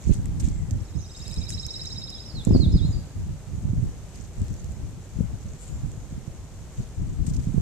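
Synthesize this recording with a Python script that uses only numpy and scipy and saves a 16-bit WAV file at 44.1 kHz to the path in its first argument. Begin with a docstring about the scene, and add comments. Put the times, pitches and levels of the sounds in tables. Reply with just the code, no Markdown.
"""Tortoise at the edge of a wood

A tortoise shifts over dry pine needles and leaves: needles slide and snap, and leaves crunch.
A songbird sings a swelling trill that ends in slurred notes, and other birds whistle far off,
all gliding sine tones that echo among the trunks. Light gusts buffet the microphone's two ports
with low, lumpy turbulence over a quiet outdoor hush."""
import sys
import numpy as np
from scipy import signal
from scipy.fft import rfft, irfft
from scipy.io import wavfile
from scipy.ndimage import uniform_filter1d

SR = 44100
rng = np.random.default_rng(int(sys.argv[2]) if len(sys.argv) > 2 else 0)


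def waveform_to_disk(signal):
    """Save audio, clipped to [-1, 1], as 16-bit WAV at the path in sys.argv[1]."""
    frames = np.transpose(np.atleast_2d(signal))
    scaled = np.clip(frames, -1, 1) * 32767
    samples = np.round(scaled).astype(np.int16)
    wavfile.write(sys.argv[1], SR, samples)


N = 335601
T = np.arange(N) / SR
ENVELOPE_T = T[::20]   # a coarser clock for envelopes

# Levels are set ahead of each layer's fader. Pan is left minus right, so positive leans left.
# The tortoise pushes through the litter. Each row: start in seconds, length in seconds, level in dB.
PUSHES = [(0.022, 0.13, -51.5), (0.442, 0.028, -47.5), (1.16, 0.1, -52), (1.287, 0.29, -53),
          (1.577, 0.43, -55), (2.437, 0.16, -55.5), (4.15, 0.078, -55.5), (4.357, 0.25, -58.5),
          (5.413, 0.28, -58.5), (6.775, 0.048, -56.5), (7.425, 0.021, -53.5)]
# A stiff blade scrapes past. Each row: time in seconds, level in dB.
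SCRAPE_ENVELOPE = [(5.53, -82), (5.6, -57), (5.65, -49), (5.675, -46), (5.695, -50), (5.72, -76)]
# The tone of sliding needles. Each row: frequency in Hz, gain in dB.
NEEDLE_EQ = [(800, -24), (2000, -4.5), (3500, -7), (5200, -5), (6600, 4.5), (7900, 1), (9500, -15.5),
             (14500, -18)]
# Needles and twigs snap. Each row: start in seconds, peak in dB, pan in dB, own ring in Hz.
TWIG_SNAPS = [(0.136, -32, 0, 6400), (0.1422, -31, 4, 8600), (0.2572, -29.5, -1, 2000),
              (0.4855, -35, 6, 7000), (0.709, -28.5, -12, 6360), (1.28, -27, -6, 5230),
              (1.3137, -30.5, -2, 7950), (1.341, -29, 0, 5350), (1.4968, -29, 3, 8100),
              (1.504, -21, -2, 6800), (1.6654, -24, -8, 6300), (1.836, -37, 3, 5400),
              (1.8565, -30, -9, 6400), (2.1028, -30, -2, 5240), (2.45, -25.5, 1, 7500),
              (4.158, -38, -2, 5040), (4.4175, -35, 2, 6300), (4.4824, -37, -5, 6700),
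              (4.5407, -38, -11, 6400), (4.644, -33.5, -10, 6200), (4.7195, -39, 1, 7800),
              (5.917, -38, -5, 7200)]
# Leaves crushed underfoot. Each row: start in seconds, length in seconds, level in dB, pan in dB.
LEAF_CRUNCHES = [(0.399, 0.0093, -37, 0), (1.486, 0.051, -43, 1), (7.266, 0.0052, -40, 8),
                 (7.279, 0.027, -51, 4), (7.336, 0.011, -47, -7), (7.364, 0.0039, -44.5, -13),
                 (7.394, 0.0078, -46.5, -4)]
# The tone of a breaking leaf. Each row: frequency in Hz, gain in dB.
LEAF_EQ = [(1500, -14.5), (4000, -9.5), (6600, 1), (8200, 0.5), (10500, -18), (14500, -19)]
# One trill syllable, a dip and an upward flick. Each row: offset in seconds, pitch in Hz, level in dB.
TRILL_SYLLABLE = [(-.002, 4134, -7), (.005, 3928, -0.5), (.0105, 3755, -1.5), (.013, 3980, -11),
                  (.016, 4900, -4), (.019, 5100, -8), (.024, 5170, 3), (.029, 5370, 3), (.033, 5400, -12)]
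# The trill swells and sags. Each row: time in seconds, level in dB, pitch ratio.
TRILL_EFFORT = [(.767, -57, 1.04), (1.04, -46.5, .99), (1.22, -38.5, 0.97), (1.42, -35, 1.003),
                (1.54, -31.5, 1.01), (1.8, -30.5, 1.006), (2.07, -33, .99), (2.18, -36.5, 0.98),
                (2.238, -42.5, 1.03)]
# The song's slurred ending. Each row: start and length in seconds, first, middle and last pitch in Hz,
# level in dB.
CLOSING_NOTES = [(2.102, 0.087, 4350, 3610, 3290, -45), (2.27, 0.053, 5300, 5000, 4060, -39),
                 (2.344, 0.081, 4520, 3880, 3310, -34.5), (2.493, 0.035, 4900, 5170, 5240, -46),
                 (2.53, 0.046, 5100, 4690, 4010, -33), (2.563, 0.026, 4850, 4840, 4500, -41),
                 (2.6, .062, 4480, 4000, 3410, -30), (2.716, 0.058, 5330, 5010, 4820, -37.5),
                 (2.76, 0.046, 4950, 3790, 3250, -37), (2.803, 0.068, 3600, 3930, 4350, -37),
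                 (2.922, 0.034, 5020, 4790, 4630, -42), (2.957, 0.045, 4920, 4750, 4750, -47)]
# Distant birds. Each row: start and end in seconds, first and last pitch in Hz, level in dB.
FAR_CALLS = [(0.451, 0.712, 2217, 1840, -62.5), (0.509, 0.58, 7600, 7630, -51.5),
             (0.966, 1.05, 6620, 5550, -49), (1.071, 1.202, 7610, 7430, -53),
             (1.195, 1.476, 2750, 2286, -58.5), (2.846, 2.917, 7000, 6930, -51.5),
             (5.674, 5.754, 7030, 7350, -51.5), (5.9, 6.06, 6820, 6600, -60)]
# Gusts on the microphone. Each row: start in seconds, length in seconds, level in dB, pan in dB.
WIND_GUSTS = [(0.072, 0.02, -17, -8), (0.16, 0.6, -26, -1), (0.948, 0.046, -32.5, -3.5),
              (1.208, 0.12, -31.5, -21), (1.373, 0.019, -24.5, -6), (1.474, 0.12, -32.5, -1),
              (1.906, 0.15, -36.5, -2.5), (2.342, 0.024, -30, -2), (2.484, 0.11, -12.5, -7),
              (2.6, 0.14, -20.5, -2.5), (2.738, 0.04, -20.5, -0.5), (2.814, 0.14, -22, -5),
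              (3.162, 0.12, -28.5, -0.5), (3.474, 0.11, -30, -6), (3.628, 0.16, -23.5, -5),
              (3.823, 0.01, -24, 0), (4.194, 0.012, -36, -20), (4.382, 0.051, -24, 3.5),
              (4.504, .37, -32.5, 1), (5.165, 0.068, -25.5, 8), (5.24, 0.068, -29.5, 3),
              (5.446, 0.045, -30.5, -0.5), (5.697, 0.048, -27.5, 6.5), (5.834, 0.057, -29.5, -5.5),
              (6.123, 0.061, -35, -2), (6.283, 0.18, -43, -6), (6.778, 0.022, -27.5, 5),
              (6.979, 0.17, -28, 6), (7.196, 0.21, -25, 4), (7.469, 0.17, -25.5, -4)]
# The tone of large and of small eddies. Each row: frequency in Hz, gain in dB.
LARGE_EDDY_EQ = [(10, 7.5), (28, 1), (55, 4.0), (100, 3.5), (165, -2.5), (240, -13.5), (330, -20.0),
                 (500, -48.0), (900, -50.0), (3000, -93)]
SMALL_EDDY_EQ = [(60, 23.5), (170, 12.0), (260, 19.5), (400, 13.5), (700, -7), (1200, -34),
                 (3000, -52), (9000, -80)]
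# Single eddies hit the ports. Each row: start in seconds, level in dB, pan in dB.
EDDY_HITS = [(0.072, -14.5, -19), (0.092, -7.5, -17), (0.111, -14, 15), (.475, -12, -6), (.711, -16, -9),
             (2.469, -4, -35), (2.505, -3.5, 4), (2.546, -2, 22), (2.558, -2, -2.5), (2.63, -9.5, -22),
             (2.659, -9, 3), (2.754, -8.5, 0), (2.846, -11, 0), (3.649, -13, -27), (3.73, -13, -20),
             (5.186, -12.5, 16), (5.203, -7.5, 8), (5.971, -23.5, 12), (6.122, -21.5, -6),
             (6.176, -20.5, 0), (6.274, -20, -20), (6.794, -20, 17), (7.277, -11, 32), (7.308, -15, 15),
             (7.468, -13.5, 5), (7.541, -11, -8), (7.574, -8, -12)]
# The tone of the hush. Each row: frequency in Hz, gain in dB.
HUSH_EQ = [(25, -5.5), (60, 3.5), (130, -3), (250, -12), (400, -14), (630, -18), (1000, -23.5), (2000, -29),
           (3300, -31.5), (5000, -33), (6400, -28.5), (7800, -29.5), (9500, -37), (14500, -43.5)]
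# The hush widens toward the treble. Each row: frequency in Hz, left-right correlation from 0 to 1.
HUSH_CORRELATION = [(50, 1), (300, 1), (700, 0.78), (1500, 0.54), (3000, 0.12), (7000, 0)]
# Each port rings at its own pitch, the right one lower. Each row: frequency in Hz, pan in dB.
PORT_BALANCE = [(3000, 0.5), (5200, -0.5), (6300, -9), (7000, 0), (7700, 7), (8400, 10), (9500, 4),
                (14000, 1)]


def tortoise_rustle(level_db=2, stir_db=-62, pan_db=1):
    """Needles slide under shell and feet, each at its own pitch, and settle between pushes."""
    needles = sum(resonate(crackle(400, spread_db=2.5), hz, hz / 5)
                  for hz in np.geomspace(1800, 13000, 10))
    pushes = sum(swell(*push, attack_s=0.018, release_s=0.045) for push in PUSHES)
    envelope = np.interp(T, ENVELOPE_T, np.sqrt(from_db(stir_db) ** 2 + pushes))
    return panned(from_db(level_db) * envelope * coloured(needles, NEEDLE_EQ), pan_db)


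def blade_scrape(ring_hz=7400, width_hz=1200, pan_db=2):
    """A stiff blade scrapes by, close on the left: dense slips through a bright resonance."""
    slips = crackle(3000, spread_db=2)
    ring = resonate(resonate(slips, ring_hz, width_hz), ring_hz, width_hz)
    grit = from_db(-19) * cut(slips, 8000, "low")
    envelope = from_db(np.interp(T, *np.transpose(SCRAPE_ENVELOPE)))
    return panned(envelope * rms_one(ring + grit), pan_db)


def twig_snaps(level_db=1, tail_db=-15, body_db=-1, crack_db=-17, bright_hz=7500):
    """A dry fibre breaks: a sharp crack, a bright ring and a ring of its own set by its length."""
    out, t = np.zeros((2, N)), T[:SR // 25]
    burst, settle = np.exp(-t / .0008), np.exp(-t / .005)
    for start, db, pan_db, own_hz in TWIG_SNAPS:
        noise = rng.standard_normal((3, len(t)))
        wide, centre = noise[:2], noise[2]
        ground_scatter = from_db(tail_db) * settle * wide
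        crack = burst * (centre + .5 * wide) + ground_scatter
        ring = resonate(crack, bright_hz, 730) + from_db(body_db) * resonate(crack, own_hz, 600)
        snap = cut(cut(ring + from_db(crack_db) * crack, 1500, "high"), 10500, "low")
        snap /= np.abs(snap).max(axis=1, keepdims=True)
        add(out, start, panned(from_db(db + level_db) * snap, pan_db))
    return out


def leaf_crunches(attack_s=0.0013, release_s=0.0056):
    """A dry leaf gives way under the weight: a short, bright rush of tiny fractures."""
    power = sum(panned(np.sqrt(swell(start, length, db, attack_s, release_s)), pan_db) ** 2
                for start, length, db, pan_db in LEAF_CRUNCHES)
    envelope = np.array([np.interp(T, ENVELOPE_T, np.sqrt(side)) for side in power])
    return envelope * coloured(crackle(12000, spread_db=2), LEAF_EQ)


def trill(start_s=.7766, beat_s=.0519, slowing_s=.000156, syllables=28):
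    """One syllable repeats on a gently slowing beat, never quite alike in pitch and weight."""
    out = np.zeros(N)
    times, db, ratio = np.transpose(TRILL_EFFORT)
    for k in range(syllables):
        onset = start_s + k * beat_s + slowing_s * k ** 2 / 2
        jitter = rng.standard_normal((len(TRILL_SYLLABLE), 3)) * [0, 35, 1.3]   # seconds, Hz, dB
        syllable = whistle(TRILL_SYLLABLE + jitter, np.interp(onset, times, ratio))
        add(out, onset, from_db(np.interp(onset, times, db)) * syllable)
    return out


def slurs(level_db=-2, edge_db=-7):
    """The closing notes each bend through one smooth arc of pitch, softer at both ends."""
    out = np.zeros(N)
    u = np.linspace(-1, 1, 15)   # from the start of a note to its end
    for start, length, first_hz, middle_hz, last_hz, db in CLOSING_NOTES:
        bend_hz = (first_hz + last_hz) / 2 - middle_hz
        pitch = middle_hz + u * (last_hz - first_hz) / 2 + u ** 2 * bend_hz
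        contour = np.transpose([start + length * (u + 1) / 2, pitch, db + edge_db * u ** 2])
        add(out, start, from_db(level_db) * whistle(contour, waver=0.01))
    return out


def songbird(level_db=-6, pan_db=-7, echo_db=-0.7, echo_pan_db=-3, scatter_hz=3700):
    """The song comes from a tree on the right; foliage scatters its higher notes, so they ring on."""
    song = trill() + slurs()
    direct = np.array([np.roll(song, 3), song])   # reaches the left port a little later
    echoes = from_db(echo_db) * wood_reverb(cut(song, scatter_hz, "high"))
    return from_db(level_db) * (panned(direct, pan_db) + panned(echoes, echo_pan_db))


def far_birds(direct_db=-14, echo_db=-2):
    """Thin, quavering whistles from far off arrive mostly as echoes."""
    calls = np.zeros(N)
    for start, end, first_hz, last_hz, db in FAR_CALLS:
        add(calls, start, whistle([(start, first_hz, db), (end, last_hz, db)], waver=.028))
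    return from_db(direct_db) * calls + from_db(echo_db) * wood_reverb(calls)


def airflow(breeze_db=-42.5, breeze_pan_db=-1.5, attack_s=0.0073, release_s=0.056):
    """Level and pan in dB of a light breeze with gusts that arrive faster than they die away."""
    power = panned(from_db(breeze_db), breeze_pan_db) ** 2
    for start, length, db, pan_db in WIND_GUSTS:
        power = power + panned(1.0, pan_db) ** 2 * swell(start, length, db, attack_s, release_s)
    level, balance = power.mean(axis=0), power[0] / power[1]
    return [np.interp(T, ENVELOPE_T, 10 * np.log10(curve)) for curve in (level, balance)]


def wind(lump_db=4, fine_db=-19, reference_db=-22, shared=0.34):
    """Lumpy turbulence rumbles at each port; stronger gusts shed more fine eddies."""
    db, pan_db = airflow()
    white = rng.standard_normal((3, N))
    rumble = coloured(white[:2] + shared * white[2], LARGE_EDDY_EQ)
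    rumble /= np.sqrt(uniform_filter1d(rumble ** 2, SR // 20, axis=1))   # evened out, so gusts lead
    fine = from_db(fine_db + db - reference_db) * coloured(rng.standard_normal((2, N)), SMALL_EDDY_EQ)
    lumps = from_db(lump_db * np.array([drift(45), drift(45)]))
    return panned(from_db(db) * lumps * (rumble + fine), pan_db)


def buffets(level_db=-2, swing_hz=185, quickening=0.13, hiss_db=-16, hiss_hz=720, brightening=0.71):
    """An eddy passes a port as one ragged swing of pressure, quicker and brighter when it is strong."""
    out, t = np.zeros((2, N)), T[:SR // 25]
    for start, db, pan_db in EDDY_HITS:
        detune = 2 ** rng.uniform(-0.25, 0.43, (2, 1))
        cycles = t * swing_hz * from_db(quickening * db) * detune
        envelope = (cycles / .8) ** 4 * np.exp(4 - 5 * cycles)
        cutoff_hz = hiss_hz * from_db(brightening * db)
        ragged = rms_one(cut(rng.standard_normal((2, len(t))), cutoff_hz, "low", order=4))
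        pressure = from_db(hiss_db) * ragged - np.sin(2 * np.pi * cycles)
        add(out, start, panned(from_db(db + level_db) * envelope * pressure, pan_db))
    return out


def hush(level_db=-43, waver_db=.5):
    """A steady bed of distant air and foliage, centred in the bass and diffuse in the treble."""
    alike = np.clip(per_bin(HUSH_CORRELATION), -.99, .99)
    mid, side = rfft(rng.standard_normal((2, N)))
    air = irfft(np.sqrt(1 + alike) * mid + np.sqrt(1 - alike) * side * [[1], [-1]], N)
    return from_db(level_db + waver_db * drift(7)) * coloured(air, HUSH_EQ)


def wood_reverb(x, t60_s=0.72, early_s=0.012, early_db=1.5):
    """Trunks scatter a quick cluster of echoes and a longer tail, different at each port."""
    t = T[:SR]
    decay = from_db(-60 * t / t60_s) + from_db(early_db) * np.exp(-t / early_s)
    echoes = rng.standard_normal((2, SR)) * decay
    echoes /= np.sqrt(np.sum(echoes ** 2, axis=1, keepdims=True))
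    return signal.fftconvolve(x[None], echoes, axes=1)[:, :N]


def crackle(per_s, spread_db):
    """Tiny slips of uneven size come in clumps and reach each port with their own strength."""
    at = np.flatnonzero(rng.random(N) < per_s * from_db(5 * drift(40)) / SR)
    sizes = from_db(spread_db * np.minimum(rng.exponential(1, len(at)), 3))
    slips = np.full((2, N), 1e-18)
    slips[:, at] = sizes * rng.standard_normal((2, len(at)))
    return slips


def whistle(contour, ratio=1, waver=0.0091, flutter_db=0.5, fade_s=0.0048):
    """A near-pure note glides along its contour, wavering in pitch and strength."""
    times, hz, db = np.transpose(contour)
    t = np.arange(times[0], times[-1], 1 / SR)
    wobble, flutter = (np.interp(t * 250, np.arange(2000), row) for row in rng.standard_normal((2, 2000)))
    pitch = np.interp(t, times, hz) * ratio * (1 + waver * wobble)
    level = from_db(np.interp(t, times, db) + flutter_db * flutter)
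    fades = np.clip(np.minimum(t - t[0], t[-1] - t) / fade_s, 0, 1)
    return np.sqrt(2) * fades * level * np.sin(2 * np.pi * np.cumsum(pitch) / SR)


def swell(start, length, db, attack_s, release_s):
    """The power of a sound that rises, holds for its length and dies away."""
    before = np.maximum(start - ENVELOPE_T, 0) / attack_s
    after = np.maximum(ENVELOPE_T - start - length, 0) / release_s
    return (from_db(db) * np.exp(-np.minimum(before + after, 20))) ** 2


def drift(per_s):
    """A smooth random wander of spread 1."""
    knots = rng.standard_normal(N // 40)
    return np.interp(T * per_s, np.arange(len(knots)), knots) / np.sqrt(2 / 3)


def resonate(x, hz, width_hz):
    """A resonance with unity gain at its peak."""
    r = np.exp(-np.pi * width_hz / SR)
    feedback = [1, -2 * r * np.cos(2 * np.pi * hz / SR), r * r]
    return signal.lfilter(np.array([1, 0, -1]) * (1 - r * r) / 2, feedback, x)


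def coloured(x, eq):
    """Shape a steady signal with an EQ curve and bring it to rms 1."""
    return rms_one(irfft(rfft(x) * from_db(per_bin(eq)), N))


def per_bin(curve):
    """Read a curve at every FFT bin, on a log frequency scale."""
    hz, values = np.transpose(curve)
    return np.interp(np.log(np.arange(N // 2 + 1) * SR / N + 1), np.log(hz), values)


def panned(x, pan_db):
    """Share the power between left and right."""
    gain = from_db(np.array([[.5], [-.5]]) * pan_db)
    return x * gain / np.sqrt(np.mean(gain ** 2, axis=0))


def cut(x, hz, kind, order=2):
    """A low-pass or high-pass filter."""
    return signal.sosfilt(signal.butter(order, hz, kind, fs=SR, output="sos"), x)


def add(out, start_s, x):
    """Drop a short sound into the mix."""
    i = max(round(start_s * SR), 0)
    out[..., i:i + x.shape[-1]] += x[..., :N - i]


def from_db(db):
    return 10 ** (np.asarray(db) / 20)


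def rms_one(x):
    return x / np.sqrt(np.mean(x ** 2) + 1e-20)


def scene():
    """Birds, tortoise and moving air in one stereo mix."""
    birds = songbird() + far_birds()
    tortoise = twig_snaps() + leaf_crunches() + tortoise_rustle() + blade_scrape()
    return birds + tortoise + hush() + wind() + buffets()


def record(dry, low_cut_hz=27, ceiling=.9, high_cut_hz=14400):
    """The ports colour the treble, the strongest gusts are rounded off, and both extremes are cut."""
    heard = irfft(panned(rfft(dry), per_bin(PORT_BALANCE)), N)
    rounded = ceiling * np.tanh(cut(heard, low_cut_hz, "high") / ceiling)
    return signal.sosfilt(signal.ellip(10, .2, 80, high_cut_hz, fs=SR, output="sos"), rounded)


dry = scene()
out = record(dry)
waveform_to_disk(out)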